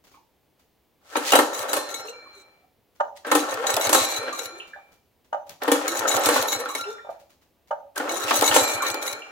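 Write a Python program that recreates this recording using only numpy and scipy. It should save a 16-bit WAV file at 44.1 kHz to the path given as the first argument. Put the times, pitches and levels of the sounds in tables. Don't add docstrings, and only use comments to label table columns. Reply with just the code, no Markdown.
import sys
import numpy as np
from scipy import signal
from scipy.fft import rfft, irfft, next_fast_len
from scipy.io import wavfile

SR = 44100
rng = np.random.default_rng(int(sys.argv[2]) if len(sys.argv) > 2 else 0)


def bounce(signal):
    frames = np.transpose(np.atleast_2d(signal))
    limited = np.clip(frames, -1, 1)
    pcm = np.round(limited * 32767).astype(np.int16)
    wavfile.write(sys.argv[1], SR, pcm)


N = 410558
TIME = np.arange(N) / SR
AIR_DB = -67
CUTOFF_HZ = 16000
FULL_SPEED = 9


def from_db(db):
    return 10 ** (np.asarray(db) / 20)


def rms_one(x):
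    return x / np.sqrt(np.mean(x ** 2) + 1e-20)


def at_hz(points, hz):
    points = np.array(points)
    return np.interp(np.log(hz + 1e-3), np.log(points[:, 0]), points[:, 1])


def add(track, s, sound):
    i = max(round(s * SR), 0)
    track[i:i + len(sound)] += sound[:max(N - i, 0)]


def colour(x, spectrum, resonances=()):
    size = 2 * next_fast_len(N // 2 + SR // 4)
    hz = np.arange(size // 2 + 1) * SR / size
    db = at_hz(spectrum, hz)
    for centre_hz, width_hz, lift_db in resonances:
        db = db + lift_db / (1 + (2 * (hz - centre_hz) / width_hz) ** 2)
    cepstrum = irfft(np.log(rms_one(from_db(db))))
    causal = cepstrum * np.r_[1, np.full(size // 2 - 1, 2), 1, np.zeros(size // 2 - 1)]
    return irfft(rfft(x, size) * np.exp(rfft(causal)))[..., :N]


def ring(force, hz, t60):
    radius, angle = 10 ** (-3 / (t60 * SR)), 2 * np.pi * hz / SR
    return signal.lfilter([0, np.sin(angle)], [1, -2 * radius * np.cos(angle), radius ** 2], force + 1e-18)


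def drift(rate, size=N):
    knots = rng.standard_normal(4000)
    return np.interp(TIME[:size] * rate, np.arange(len(knots)), knots)


def contacts(per_s, spread_db):
    strength_db = spread_db * np.minimum(rng.exponential(1, N), 3)
    sizes = from_db(strength_db) * rng.choice([-1, 1], (2, N))
    return rms_one(sizes * (rng.random(N) < per_s / SR))


# hz, level_db (per Hz)
AIR_COLOUR = [(25, -16.5), (70, 0), (110, -4.5), (180, -6.5), (300, -4.5), (520, -7), (900, -12),
              (1400, -19), (3000, -19.5), (7000, -28), (9000, -29), (16000, -21.5)]


def room_air(side_db=-8):
    mid, side = colour(rng.standard_normal((2, N)), AIR_COLOUR)
    return from_db(AIR_DB) * (mid + from_db(side_db) * side * [[1], [-1]])


# hz, t60_s
SHOP_T60 = [(100, 0.14), (500, 0.5), (2000, 0.11), (6000, 0.57), (15000, 0.098)]
# hz, likeness (1 = the same)
LIKENESS = [(100, 0.45), (300, 0.54), (550, 1), (900, 0.15), (1500, 0.25), (2600, 0.044), (15000, 0.032)]


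def workshop(pair, room_db, build_s=.008, lead_s=.00009):
    size = next_fast_len(N)
    likeness = np.clip(at_hz(LIKENESS, np.arange(size // 2 + 1) * SR / size), -1, 1)
    shares = np.sqrt([(1 + likeness) / 2, (1 - likeness) / 2])
    common, apart = irfft(rfft(pair, size) * shares, size)[:, :N]
    right = np.interp(TIME - lead_s, TIME, common - apart)
    direct = np.array([common + apart, right])

    t, echoes = TIME[:SR * 3 // 4], 0
    for low_hz in 60 * 2 ** np.arange(9.):
        edges_hz = [low_hz, min(2 * low_hz, .45 * SR)]
        band = signal.butter(2, edges_hz, "band", fs=SR, output="sos")
        mid, side = signal.sosfilt(band, rng.standard_normal((2, len(t))))
        hz = low_hz * np.sqrt(2)
        alike = np.clip(at_hz(LIKENESS, hz), -1, 1)
        decay_s = at_hz(SHOP_T60, hz) / np.log(1000)
        tail = np.exp(-t / decay_s) * np.minimum(t / build_s, 1) / np.sqrt(decay_s * SR)
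        spread = np.sqrt(1 + alike) * mid + np.sqrt(1 - alike) * side * [[1], [-1]]
        echoes = echoes + from_db(room_db) * tail * spread
    room = signal.fftconvolve(echoes, pair[:1], axes=1)[:, :N]
    return (direct + room) / np.sqrt(1 + from_db(room_db) ** 2)


# start_s, level_db
RUSTLES = [(0.037, -50), (.066, -55), (.11, -53), (0.14, -57), (0.589, -56), (2.949, -55.5), (4.668, -49.5),
           (4.915, -52), (5.241, -57.5), (5.46, -50), (5.495, -39), (7.095, -49), (7.19, -52), (7.294, -50),
           (7.411, -56.5), (7.669, -53.5)]


def rustles(rise_s=0.012, fade_s=0.022):
    touch, t = np.zeros(N), TIME[:SR // 5]
    for s, db in RUSTLES:
        add(touch, s, from_db(db) * np.minimum(t / rise_s, 1) * np.exp(-t / fade_s))
    spectrum = [(200, 5.0), (1500, 2.5), (7000, -2.5), (8500, -8.5), (16000, -6.5)]  # hz, level_db
    return colour(touch * contacts(per_s=6500, spread_db=6.0), spectrum)


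# start_s, length_s, first_hz, middle_hz, last_hz, level_db
SQUEAKS = [(3.796, .014, 9700, 13000, 15500, -30.5), (4.088, .04, 10400, 12800, 10300, -40.5),
           (6.191, .011, 10000, 12800, 15200, -29), (6.472, .037, 10200, 13500, 10200, -31)]


def squeaks(gain_db=0.0, waver=.03, rough_db=4.0):
    out = np.zeros(N)
    for s, length_s, *pitches_hz, db in SQUEAKS:
        size = int(length_s * SR)
        along = np.linspace(0, 1, size)
        arc_hz = np.polyval(np.polyfit([0, .5, 1], pitches_hz, 2), along)
        hz = arc_hz * (1 + waver * drift(rate=1500, size=size))
        swell = np.sqrt(4 * along * (1 - along))
        level = from_db(db + gain_db + rough_db * drift(rate=400, size=size)) * swell
        add(out, s, level * np.sin(2 * np.pi * np.cumsum(hz) / SR))
    return out


# start_s, end_s, first_hz, last_hz, level_db
GROANS = [(1.93, 2.01, 576, 482, -44), (2.35, 2.413, 420, 366, -51), (2.03, 2.146, 391, 533, -37),
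          (3.57, 3.655, 388, 592, -26), (4.13, 4.206, 370, 325, -47.5), (4.19, 4.275, 390, 577, -30.5),
          (4.37, 4.444, 555, 436, -36), (4.514, 4.587, 326, 400, -41), (4.585, 4.651, 415, 438, -51.5),
          (5.876, 5.963, 311, 372, -32.5), (6.585, 6.635, 433, 530, -27.5), (6.852, 6.926, 378, 469, -30),
          (8.06, 8.235, 304, 411, -36.5), (8.87, 8.987, 329, 374, -40), (9.117, 9.228, 387, 496, -41.5)]


def groans(waver=0.021, rough_db=1.0, overtone_db=-15, gain_db=0.0):
    out = np.zeros(N)
    wobble, grain = 1 + waver * drift(rate=120), from_db(rough_db * drift(rate=450))
    for start, end, first_hz, last_hz, db in GROANS:
        span = (TIME >= start) & (TIME < end)
        hz = np.linspace(first_hz, last_hz, span.sum()) * wobble[span]
        phase = 2 * np.pi * np.cumsum(hz) / SR
        swell = np.sqrt(np.hanning(span.sum())) * grain[span]
        note = np.sin(phase) + from_db(overtone_db) * np.sin(2 * phase)
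        out[span] += from_db(db + gain_db) * swell * note
    return out


# start_s, end_s, pitch_hz, level_db, fade_db_per_s
SPRING = [(1.75, 2.38, 4155, -40, 20.5), (1.898, 2.15, 1366, -38.5, 34), (1.95, 2.04, 5500, -42, 62),
          (2.123, 2.599, 2330, -44.5, 43), (3.95, 4.55, 4120, -31, 29), (4.05, 4.85, 2350, -36, 27.5),
          (4.192, 4.6, 1374, -37, 26), (4.5, 4.799, 3620, -58.5, 37), (6.3, 6.85, 4090, -38, 25),
          (6.35, 7.106, 2340, -44, 24), (6.75, 6.98, 5475, -42, 70), (6.777, 7.023, 1380, -26.5, 76),
          (6.855, 7.06, 3590, -48.5, 57.5), (8.56, 8.7, 7450, -28, 58), (8.6, 9.198, 4135, -33, 32),
          (8.604, 9.4, 2350, -26.5, 30), (8.854, 9.3, 1390, -37, 30), (9.03, 9.3, 5475, -51, 42)]


def singing(waver_db=1.5, wander=.55, grit=.5, attack_s=.025, decay_s=.11):
    out, size = np.zeros((2, N)), SR * 5 // 4
    t = TIME[:size]
    for start, end, hz, db, fade_db_per_s in SPRING:
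        rubbed = np.minimum(t / attack_s, 1) * np.exp(-np.maximum(t - (end - start), 0) / decay_s)
        shape = rubbed * from_db(db - fade_db_per_s * t + waver_db * drift(rate=45, size=size))
        for k, side in enumerate(out):
            unsteady = wander * drift(rate=35, size=size) + grit * drift(rate=300, size=size)
            phase = k * np.pi / 2 + unsteady
            add(side, start, shape * np.sin(2 * np.pi * hz * t + phase))
    return out


# start_s, pitch_hz, level_db, fade_s
CLACKS = [(.137, 2340, -62, 0.032), (0.14, 1090, -49.5, 0.014), (0.172, 910, -54, 0.022),
          (1.319, 2850, -14.5, 0.009), (1.76, 1090, -33, 0.056), (2.081, 2760, -34.5, 0.0071),
          (2.254, 1120, -48, 0.021), (2.629, 752, -59, 0.021), (3.249, 1650, -33, 0.017),
          (3.637, 800, -27.5, 0.038), (3.764, 630, -22, 0.017), (4.279, 1570, -29, 0.009),
          (4.324, 1140, -29.5, 0.016), (4.599, 2810, -34.5, 0.023), (4.733, 1660, -36.5, 0.019),
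          (4.76, 783, -45, 0.024), (6.051, 1350, -24.5, 0.028), (6.155, 550, -27.5, 0.028),
          (6.165, 816, -20, 0.018), (6.355, 1450, -26, 0.028), (6.656, 1300, -28, 0.016),
          (6.692, 1124, -28.5, 0.02), (6.84, 2760, -34.5, 0.011), (6.979, 1790, -42.5, 0.016),
          (7.091, 642, -26, 0.0083), (7.962, 1540, -29, 0.015), (8.001, 1460, -24, 0.0074),
          (8.282, 2610, -26, 0.013), (8.511, 2950, -17, 0.007), (8.802, 1350, -22.5, 0.0097),
          (8.822, 1124, -18.5, 0.0081), (8.885, 860, -32, 0.01), (8.942, 607, -37, 0.018),
          (9.218, 2760, -35.5, 0.013)]


def clacks(width=0.056, rise_s=0.0012, gain_db=3.5):
    out, t = np.zeros(N), TIME[:SR // 5]
    for s, hz, db, fade_s in CLACKS:
        edges_hz = [hz / (1 + width), hz * (1 + width)]
        band = signal.butter(2, edges_hz, "band", fs=SR, output="sos")
        shape = np.minimum(t / rise_s, 1) * np.exp(-t / fade_s)
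        tap = shape * signal.sosfilt(band, rng.standard_normal(len(t)))
        add(out, s, from_db(db + gain_db) * rms_one(tap) * np.sqrt(np.mean(shape ** 2)))
    return out


# start_s, level_db, tilt_db_per_octave, rise_s
KNOCKS = [(2.997, -17, -2, 0.012), (4.756, -45, -5.5, 0.0064), (4.78, -46, -5, 0.0091),
          (5.326, -23.5, 1, 0.0051), (5.342, -21.5, -5.5, 0.0039), (7.044, -41.5, -9.5, .008),
          (7.064, -38.5, -5.5, .008), (7.09, -29, -10, 0.0025), (7.706, -21.5, -2, 0.0069),
          (7.722, -27.5, -8.5, 0.0066)]
# pitch_hz, level_db, fade_s
SHROUD = [(565, -9.5, 0.029), (610, -2, 0.0097), (736, -6.5, 0.0095), (811, -3.5, 0.022), (910, -2, 0.013),
          (1139, -12, .009), (1220, -6.5, .014), (1412, -9, .012), (1580, -14.5, 0.015), (1790, -17, .008),
          (2970, -19.5, 0.008), (3500, -35, .007), (6170, -29, 0.011)]
# hz, level_db (per Hz)
KNOCK_COLOUR = [(60, -30.5), (330, -10.5), (600, 9), (1400, 7.5), (2200, -13), (5000, -25), (7000, -24),
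                (10000, -38.5), (15000, -50.5)]


def knocks(gain_db=0.0, tail_db=-18, tail_s=0.067, scuff_db=-5, scuff_s=0.0062, pivot_hz=800):
    out, scuff, size = np.zeros((2, N)), np.zeros(N), SR // 2
    t = TIME[:size]
    for s, db, tilt_db, rise_s in KNOCKS:
        press = np.sin(np.pi / 2 * np.minimum(t / rise_s, 1)) ** 2
        since = np.maximum(t - rise_s, 0)
        add(scuff, s, from_db(db + scuff_db + tilt_db) * press * np.exp(-since / scuff_s))
        for hz, mode_db, fade_s in SHROUD:
            tilt = tilt_db * np.log2(hz / pivot_hz)
            level = from_db(db + gain_db + mode_db + tilt) * press
            thud = np.exp(-since / fade_s)
            tail = from_db(tail_db) * np.exp(-since / (tail_s * min(1, pivot_hz / hz)))
            for side in out:
                phase = 2 * np.pi * (hz * t + rng.random())
                blurred = drift(rate=hz / 6, size=size) * np.sin(phase)
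                blurred = blurred + drift(rate=hz / 6, size=size) * np.cos(phase)
                add(side, s, level * (thud * np.sin(phase) + tail * blurred))
    return out + colour(scuff * contacts(per_s=4300, spread_db=-0.5), KNOCK_COLOUR)


# start_s, level_db
SNAPS = [(1.591, -27), (1.626, -30.5), (1.688, -35), (3.54, -28), (3.74, -20.5), (3.765, -18.5),
         (3.869, -22), (3.892, -21), (4.18, -33), (4.389, -31), (4.456, -33), (5.493, -35), (5.633, -27),
         (5.991, -22.5), (6.165, -20), (6.257, -15.5), (6.395, -36), (6.424, -21), (6.561, -34),
         (6.651, -38), (6.808, -35), (7.978, -25.5), (8.238, -28), (8.294, -34), (8.307, -25), (8.39, -24),
         (8.41, -18), (8.518, -27), (8.741, -32), (8.9, -25), (8.942, -26), (9.128, -27)]


def snaps(gain_db=0.0, rise_s=.002, fade_s=0.0032):
    force, t = np.zeros(N), TIME[:SR // 12]
    shape = np.minimum(t / rise_s, 1) * np.exp(-np.maximum(t - rise_s, 0) / fade_s)
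    for s, db in SNAPS:
        add(force, s, from_db(db + gain_db) * shape)
    spectrum = [(300, -25.5), (2000, -0.5), (5000, 1.5), (9000, -3), (13000, -0.5), (16000, -5.5)]
    return colour(force * contacts(per_s=9900, spread_db=0.0), spectrum)


# rope_moves_s, rope_taut_s, pawls_let_go_s,
# reel_home_s, reel_db, whirr_db, puff_db, cup_db, cup_extra_db (modes above 6 kHz)
PULLS = [(1.01, 1.17, 1.733, 2.62, -30.5, -29, -39, -32, -20),
         (3.235, 3.265, 3.934, 4.92, -28, -22, -29.5, -25, 2.5),
         (5.597, 5.625, 6.258, 7.16, -26.5, -22, -31, -23.5, -5.5),
         (7.945, 7.965, 8.55, 9.58, -28, -22, -31, -31.5, 11.5)]
# pitch_hz, level_db, t60_s
CUP = [(1803, -12, .9), (2208, -10, .6), (3570, -11, .7), (4156, -7, .8), (6292, -3, .5), (7490, -6, .45),
       (7595, -9, .4), (7907, -8, .5), (8950, -11, .3), (9580, -13, .5), (10480, -13, .35)]


def cup(gain_db=-4.0, split_hz=25.0, twin_db=-8):
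    out, t = np.zeros((2, N)), TIME[:SR]
    for hz, mode_db, t60 in CUP:
        mode = from_db(gain_db + mode_db - 60 * t / t60) * np.exp(2j * np.pi * hz * t)
        for _, _, let_go_s, *_, db, extra_db in PULLS:
            beat = 1 + from_db(twin_db) * np.exp(2j * np.pi * (split_hz * t + rng.random()))
            sound = from_db(db + extra_db * (hz > 6000)) * mode * beat
            add(out[0], let_go_s, sound.imag)
            add(out[1], let_go_s, sound.real)
    return out


# start_s, fastest_s, stop_s, top_speed (cycles per s), start_phase (cycles after the exhaust opens)
CRANK = [(1.32, 1.55, 2.567, 6.66, .92), (3.335, 3.82, 4.739, 8.144, .64),
         (5.756, 6.196, 7.059, 9.053, .42), (7.954, 8.468, 9.5, 9.603, .224)]


def crank_speeds():
    return [np.interp(TIME, [start, fastest, stop], [0, top, 0]) for start, fastest, stop, top, _ in CRANK]


def passes(phase):
    rows = []
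    for pull, speed in enumerate(crank_speeds()):
        turned = CRANK[pull][-1] + np.cumsum(speed) / SR - phase
        for i in np.flatnonzero(np.diff(np.floor(turned))):
            rows.append((TIME[i], speed[i] / FULL_SPEED, pull))
    return rows


def puffs(pipe_hz=111, rise_s=0.0071, gain_db=-5.0, speed_power=1.7):
    out, t = np.zeros(N), TIME[:SR // 6]
    swing = np.sin(2 * np.pi * pipe_hz * t) * t / rise_s * np.exp(1 - t / rise_s)
    for s, speed, pull in passes(0):
        puff_db = PULLS[pull][6]
        add(out, s, from_db(puff_db + gain_db) * speed ** speed_power * swing)
    return out


# start_s, end_s, level_db
RASPS = [(1.528, 1.623, -38.5), (1.678, 1.737, -36.5), (1.886, 2.006, -43), (2.065, 2.1, -48.5),
         (2.328, 2.421, -59), (3.486, 3.536, -41.5), (3.661, 3.755, -33.5), (3.807, 3.863, -28),
         (3.95, 4.051, -29), (4.074, 4.189, -33), (4.325, 4.458, -42), (4.572, 4.588, -56),
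         (5.882, 5.998, -35.5), (6.069, 6.17, -29), (6.198, 6.253, -30), (6.326, 6.425, -33),
         (6.478, 6.558, -31.5), (6.585, 6.608, -40.5), (6.683, 6.804, -40.5), (6.88, 6.932, -50.5),
         (8.09, 8.246, -38), (8.323, 8.404, -28.5), (8.436, 8.508, -26.5), (8.576, 8.64, -25),
         (8.673, 8.75, -30), (8.818, 8.915, -34.5), (9.013, 9.116, -40)]


def rasps(edge_s=.003, fade_s=0.0048, flutter_db=3.5, surge_db=2.5, rub_db=-3.0):
    load, t = np.zeros(N), TIME[:SR // 4]
    for start, end, db in RASPS:
        release = np.exp(-np.maximum(t - (end - start), 0) / fade_s)
        add(load, start, from_db(db) * np.minimum(t / edge_s, 1) * release)
    rubbing = load * contacts(per_s=970, spread_db=1.0)
    return rubbing * from_db(rub_db + flutter_db * drift(rate=210) + surge_db * drift(rate=45))


# peak_s, level_db, tilt_db_per_octave
CLINKS = [(1.166, -18.5, -2), (1.32, -13, -4), (1.355, -11, -0.5), (1.548, -22.5, -6), (1.894, -31, -9),
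          (1.942, -19.5, -2.5), (1.9967, -27, -7), (2.4, -49.5, -5), (3.315, -14, -6), (3.402, -20, -2.5),
          (3.509, -24.5, 1.5), (3.6685, -15, 0), (3.703, -13, 0), (3.8142, -22.5, 2), (3.843, -18, -1),
          (3.8685, -17, -4), (4.089, -21.5, -10), (4.143, -23.5, -10), (4.3281, -25, -2), (4.3923, -18, -4),
          (4.455, -27, -9), (5.8799, -10, -4.5), (6.079, -22.5, -5), (6.114, -13, -9), (6.237, -16, -4),
          (6.363, -17.5, -1), (6.528, -13, -2.5), (6.692, -25, -7), (6.7513, -17, -5), (6.81, -23, -8),
          (8.093, -18.5, -10), (8.2387, -24, -1), (8.3597, -19, 7.5), (8.478, -10, -1), (8.8283, -24, -2),
          (8.866, -15.5, -4.5), (9.0259, -21, 0), (9.077, -16.5, -7.5), (9.1256, -23, -9)]
# pitch_hz, t60_s, level_db
JINGLE = [(2217, 0.11, -11.5), (2900, 0.084, -17.5), (3903, .14, -7.5), (3956, 0.076, -6),
          (4190, .3, -17.5), (4370, 0.044, -11.5), (5510, 0.38, -17.5), (5970, .22, -19),
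          (6306, 0.056, -11), (6360, 0.026, -7.5), (6810, 0.67, -14.5), (6910, 0.035, -5.5),
          (7880, 0.25, -16), (7990, 0.076, -8), (9130, 0.084, -12.5), (10070, .12, -17.5),
          (10560, 0.23, -14), (10650, .04, -16.5), (11000, 0.072, -16), (11500, .035, -13),
          (12100, .09, -24.5), (12400, .05, -11), (13400, 0.032, -18), (14395, .04, -16.5),
          (15200, .02, -14)]
# hz, level_db (per Hz)
RASP_COLOUR = [(300, -21), (1500, -2), (2300, -7), (4000, -4), (5000, -2), (7000, 6), (8700, -6),
               (11000, -1.5), (13000, -3), (16000, 1.5)]


def steel_parts(clink_db=-8.0, rise_s=0.0013, bounce_s=0.0045, contact_db=-4.5, ring_db=-1.5, pivot_hz=5000):
    rubbing, bounces, t = rasps(), contacts(per_s=14000, spread_db=2.5), TIME[:SR // 12]
    shape = np.minimum(t / rise_s, 1) * np.exp(-np.maximum(t - rise_s, 0) / bounce_s)

    def force(hz, spot_db=4.0):
        blows = np.zeros(N)
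        for s, db, tilt_db in CLINKS:
            spot = spot_db * rng.standard_normal()
            tilt = tilt_db * np.log2(hz / pivot_hz)
            add(blows, s - rise_s, from_db(db + clink_db + spot + tilt) * shape)
        return rubbing * from_db(spot_db * drift(rate=35)) + blows * bounces

    ringing = 0
    for hz, t60, db in JINGLE:
        even_power = np.sqrt(4 * np.log(1000) / (t60 * SR))
        ringing = ringing + from_db(db + ring_db) * even_power * ring(force(hz), hz, t60)
    ringing = signal.sosfilt(signal.butter(2, 1100, "high", fs=SR, output="sos"), ringing)
    return ringing + from_db(contact_db) * colour(force(pivot_hz, spot_db=3.5), RASP_COLOUR)


# pitch_hz, level_db, t60_s
TANK = [(257, -20.5, 0.026), (285.4, -6, 0.27), (303.3, -7.5, 0.41), (479.8, -2, 0.17)]
# start_s, housing_clunk_db, steel_crack_db, tank_boom_db
CLASHES = [(1.153, -17, -42, -40.5), (1.167, -27, -24, -22.5), (1.319, -16.5, -15.5, -44),
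           (1.332, -9, -20.5, -15), (1.352, -10.5, -12, -37), (1.387, -10, -16.5, -19.5),
           (1.73, -19.5, -16, -36), (1.764, -22.5, -22, -35.5), (3.246, -31, -79, -64),
           (3.266, -32, -35, -29.5), (3.314, -10, -16.5, -20.5), (3.349, -13, -12.5, -14.5),
           (3.767, -22, -26.5, -40), (3.891, -23.5, -18.5, -29), (3.927, -13.5, -10, -34),
           (3.945, -12, -13, -44.5), (4.28, -29, -53, -61), (4.388, -34, -39.5, -66),
           (5.617, -24, -42, -48), (5.677, -15.5, -27, -16), (5.715, -12.5, -12.5, -13.5),
           (5.88, -39, -32, -34), (6.26, -21.5, -17.5, -22.5), (6.286, -18.5, -18, -15),
           (6.357, -16, -27.5, -35.5), (6.424, -32.5, -28, -58), (6.521, -34, -34, -48),
           (6.656, -28.5, -44, -48), (6.749, -27, -27.5, -38), (7.957, -42, -33.5, -58),
           (7.974, -31, -28.5, -39), (7.997, -25, -78, -26), (8.307, -12, -42, -43),
           (8.42, -15, -18, -20.5), (8.512, -16.5, -32, -38), (8.542, -18, -14, -53),
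           (8.561, -10.5, -14, -19.5), (8.941, -29, -38, -50)]


def jolts(gain_db=0.0):
    out = np.zeros(N)
    for hz, mode_db, t60 in TANK:
        blows = np.zeros(N)
        for s, _, _, boom_db in CLASHES:
            add(blows, s + rng.uniform(0, .004), from_db([boom_db + mode_db + gain_db]))
        out += ring(blows, hz, t60)
    return signal.sosfilt(signal.butter(6, 225, "high", fs=SR, output="sos"), out)


# phase (cycles after the exhaust opens), housing_clunk_db, steel_crack_db
TAPS = [(0, -32.5, -37), (0.199, -24.5, -32), (0.779, -30, -39)]


def valve_taps(db_per_speed_decade=34, scatter_db=-3.0):
    rows = []
    for phase, clunk_db, crack_db in TAPS:
        for s, speed, _ in passes(phase):
            db = db_per_speed_decade * np.log10(speed) + scatter_db * rng.standard_normal()
            rows.append((s, clunk_db + db, crack_db + db))
    return rows


# hz, level_db (per Hz)
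CLUNK_COLOUR = [(40, -30.5), (150, -20), (210, -22.5), (270, -11.5), (390, 3.5), (500, 1), (700, -6),
                (900, 3.5), (1400, 0.5), (2000, -3), (3200, -5), (6000, -14), (15000, -44.5)]
CRACK_COLOUR = [(200, -21.5), (1500, -2), (3000, -0.5), (5000, -3), (6500, -0.5), (9000, -1), (12000, -3),
                (16000, -13.5)]
# centre_hz, width_hz, lift_db
HOUSING = [(248, 42, 14), (304, 36, 12), (521, 82, 5), (614, 170, 10), (806, 120, 7.5), (866, 150, 4),
           (917, 20, 3), (1110, 210, 4), (1328, 99, 5.5), (1340, 110, 2), (1577, 140, 5), (1815, 92, 9.5),
           (2160, 35, 3)]


def clashes(clunk_db=4.0, crack_db=2.5, clunk_s=.011, crack_s=0.0075, rise_s=0.0038,
            rattle_db=-22, rattle_s=0.02):
    clunk, crack, t = np.zeros(N), np.zeros(N), TIME[:SR // 3]
    rise = np.minimum(t / rise_s, 1)
    clunk_shape = rise * np.exp(-t / clunk_s)
    crack_shape = rise * (np.exp(-t / crack_s) + from_db(rattle_db) * np.exp(-t / rattle_s))
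    for s, low_db, high_db, *_ in CLASHES + valve_taps():
        add(clunk, s, from_db(low_db + clunk_db) * clunk_shape)
        add(crack, s, from_db(high_db + crack_db) * crack_shape)
    bounces = contacts(per_s=8000, spread_db=0.0)
    return colour(clunk * bounces, CLUNK_COLOUR, HOUSING) + colour(crack * bounces, CRACK_COLOUR)


REWINDS_DB = [-11, -1.5, -0.5, -20]


def reel_motion(slack_db=-36, slowing_power=2.17, ease_s=0.38, settle_db=-31, settle_s=0.037):
    out = 0
    for (moves, taut, let_go, home, db, *_), rewind_db in zip(PULLS, REWINDS_DB):
        take_up = from_db(np.interp(TIME, [moves, taut], [slack_db, 0])) * (TIME > moves)
        slowing = np.interp(TIME, [let_go, home], [1, 0]) ** slowing_power
        running = slowing * from_db(np.interp(TIME, [let_go, let_go + ease_s], [0, rewind_db]))
        settling = from_db(settle_db) * np.exp(-np.maximum(TIME - home, 0) / settle_s)
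        out = out + from_db(db) * take_up * (running + settling)
    return out


# loudest_s, swell_s, level_db
ZIPS = [(1.161, .075, -45), (1.307, 0.061, -25.5), (1.419, .03, -34), (3.174, .012, -45),
        (3.398, 0.018, -30.5), (3.861, 0.035, -32), (4.024, 0.072, -26.5), (5.779, .03, -51),
        (6.39, 0.11, -28), (8.309, 0.042, -26.5), (8.57, 0.041, -20.5)]


def rope_zips(fade_s=0.0082):
    out = 0
    for s, swell_s, db in ZIPS:
        before = np.maximum((s - TIME) / swell_s, 0) ** 2
        after = np.maximum(TIME - s, 0) / fade_s
        out = out + from_db(db) * np.exp(-np.minimum(before + after, 20))
    return out


def shifting(x, low_hz=300, bands_per_octave=2.5, count=8, patchy_db=2.5, per_s=22):
    size = next_fast_len(N)
    hz = (np.arange(size // 2 + 1) + 1) * SR / size
    place = np.clip(bands_per_octave * np.log2(hz / low_hz), 0, count - 1)
    spectrum, out = rfft(x, size), 0
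    for k in range(count):
        band = irfft(spectrum * np.maximum(1 - abs(place - k), 0), size)[:, :N]
        out = out + band * from_db(patchy_db * drift(rate=per_s))
    return out


# hz, level_db (per Hz)
WHIRR_COLOUR = [(40, -39.5), (170, -21), (215, -22.5), (270, -18), (390, -2), (520, -2), (700, -6.5),
                (900, -2.5), (1400, 0), (2000, -8), (3000, -10.5), (5000, -21), (15000, -36.5)]
HISS_COLOUR = [(300, -31.5), (2000, -0.5), (4000, -1.5), (5000, -3.5), (7000, -4), (10000, -11),
               (16000, -14.5)]


def whirr(gain_db=-5.0, flutter_db=2.5, surge_db=-0.5, gear_power=1.595, reel_hiss_db=-19):
    reel, gears = reel_motion(), 0
    for speed, pull in zip(crank_speeds(), PULLS):
        whirr_db = pull[5]
        gears = gears + from_db(whirr_db) * (speed / FULL_SPEED) ** gear_power
    unsteady = from_db(gain_db + flutter_db * drift(rate=70) + surge_db * drift(rate=29))
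    chatter = contacts(per_s=800, spread_db=1.5) * unsteady * np.hypot(reel, gears)
    hiss_level = np.hypot(from_db(reel_hiss_db) * reel, rope_zips())
    sliding = contacts(per_s=5300, spread_db=6.0) * hiss_level
    return colour(shifting(chatter), WHIRR_COLOUR, HOUSING) + colour(sliding, HISS_COLOUR)


def scene():
    centred = np.array([[1], [0]])
    engine = workshop(whirr() + clashes() + rustles() + groans() * centred, room_db=-3.0)
    steel = workshop(steel_parts() + snaps() + squeaks() * centred, room_db=-16.5)
    shroud = workshop(knocks() + clacks() * centred, room_db=-7.0)
    mix = room_air() + singing() + cup(gain_db=1.5)
    mix = mix + shroud * from_db([[-1.0], [1.0]])
    mix = mix + (jolts() + puffs()) * from_db([[1.2], [-1.8]])
    mix = mix + steel * from_db([[2.8], [1.0]])
    return mix + engine * from_db([[1.4], [.7]])


def record(dry):
    low_pass = signal.ellip(10, .05, 70, CUTOFF_HZ, fs=SR, output="sos")
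    return signal.sosfiltfilt(low_pass, np.clip(dry, -1, 1))


dry = scene()
out = record(dry)
bounce(out)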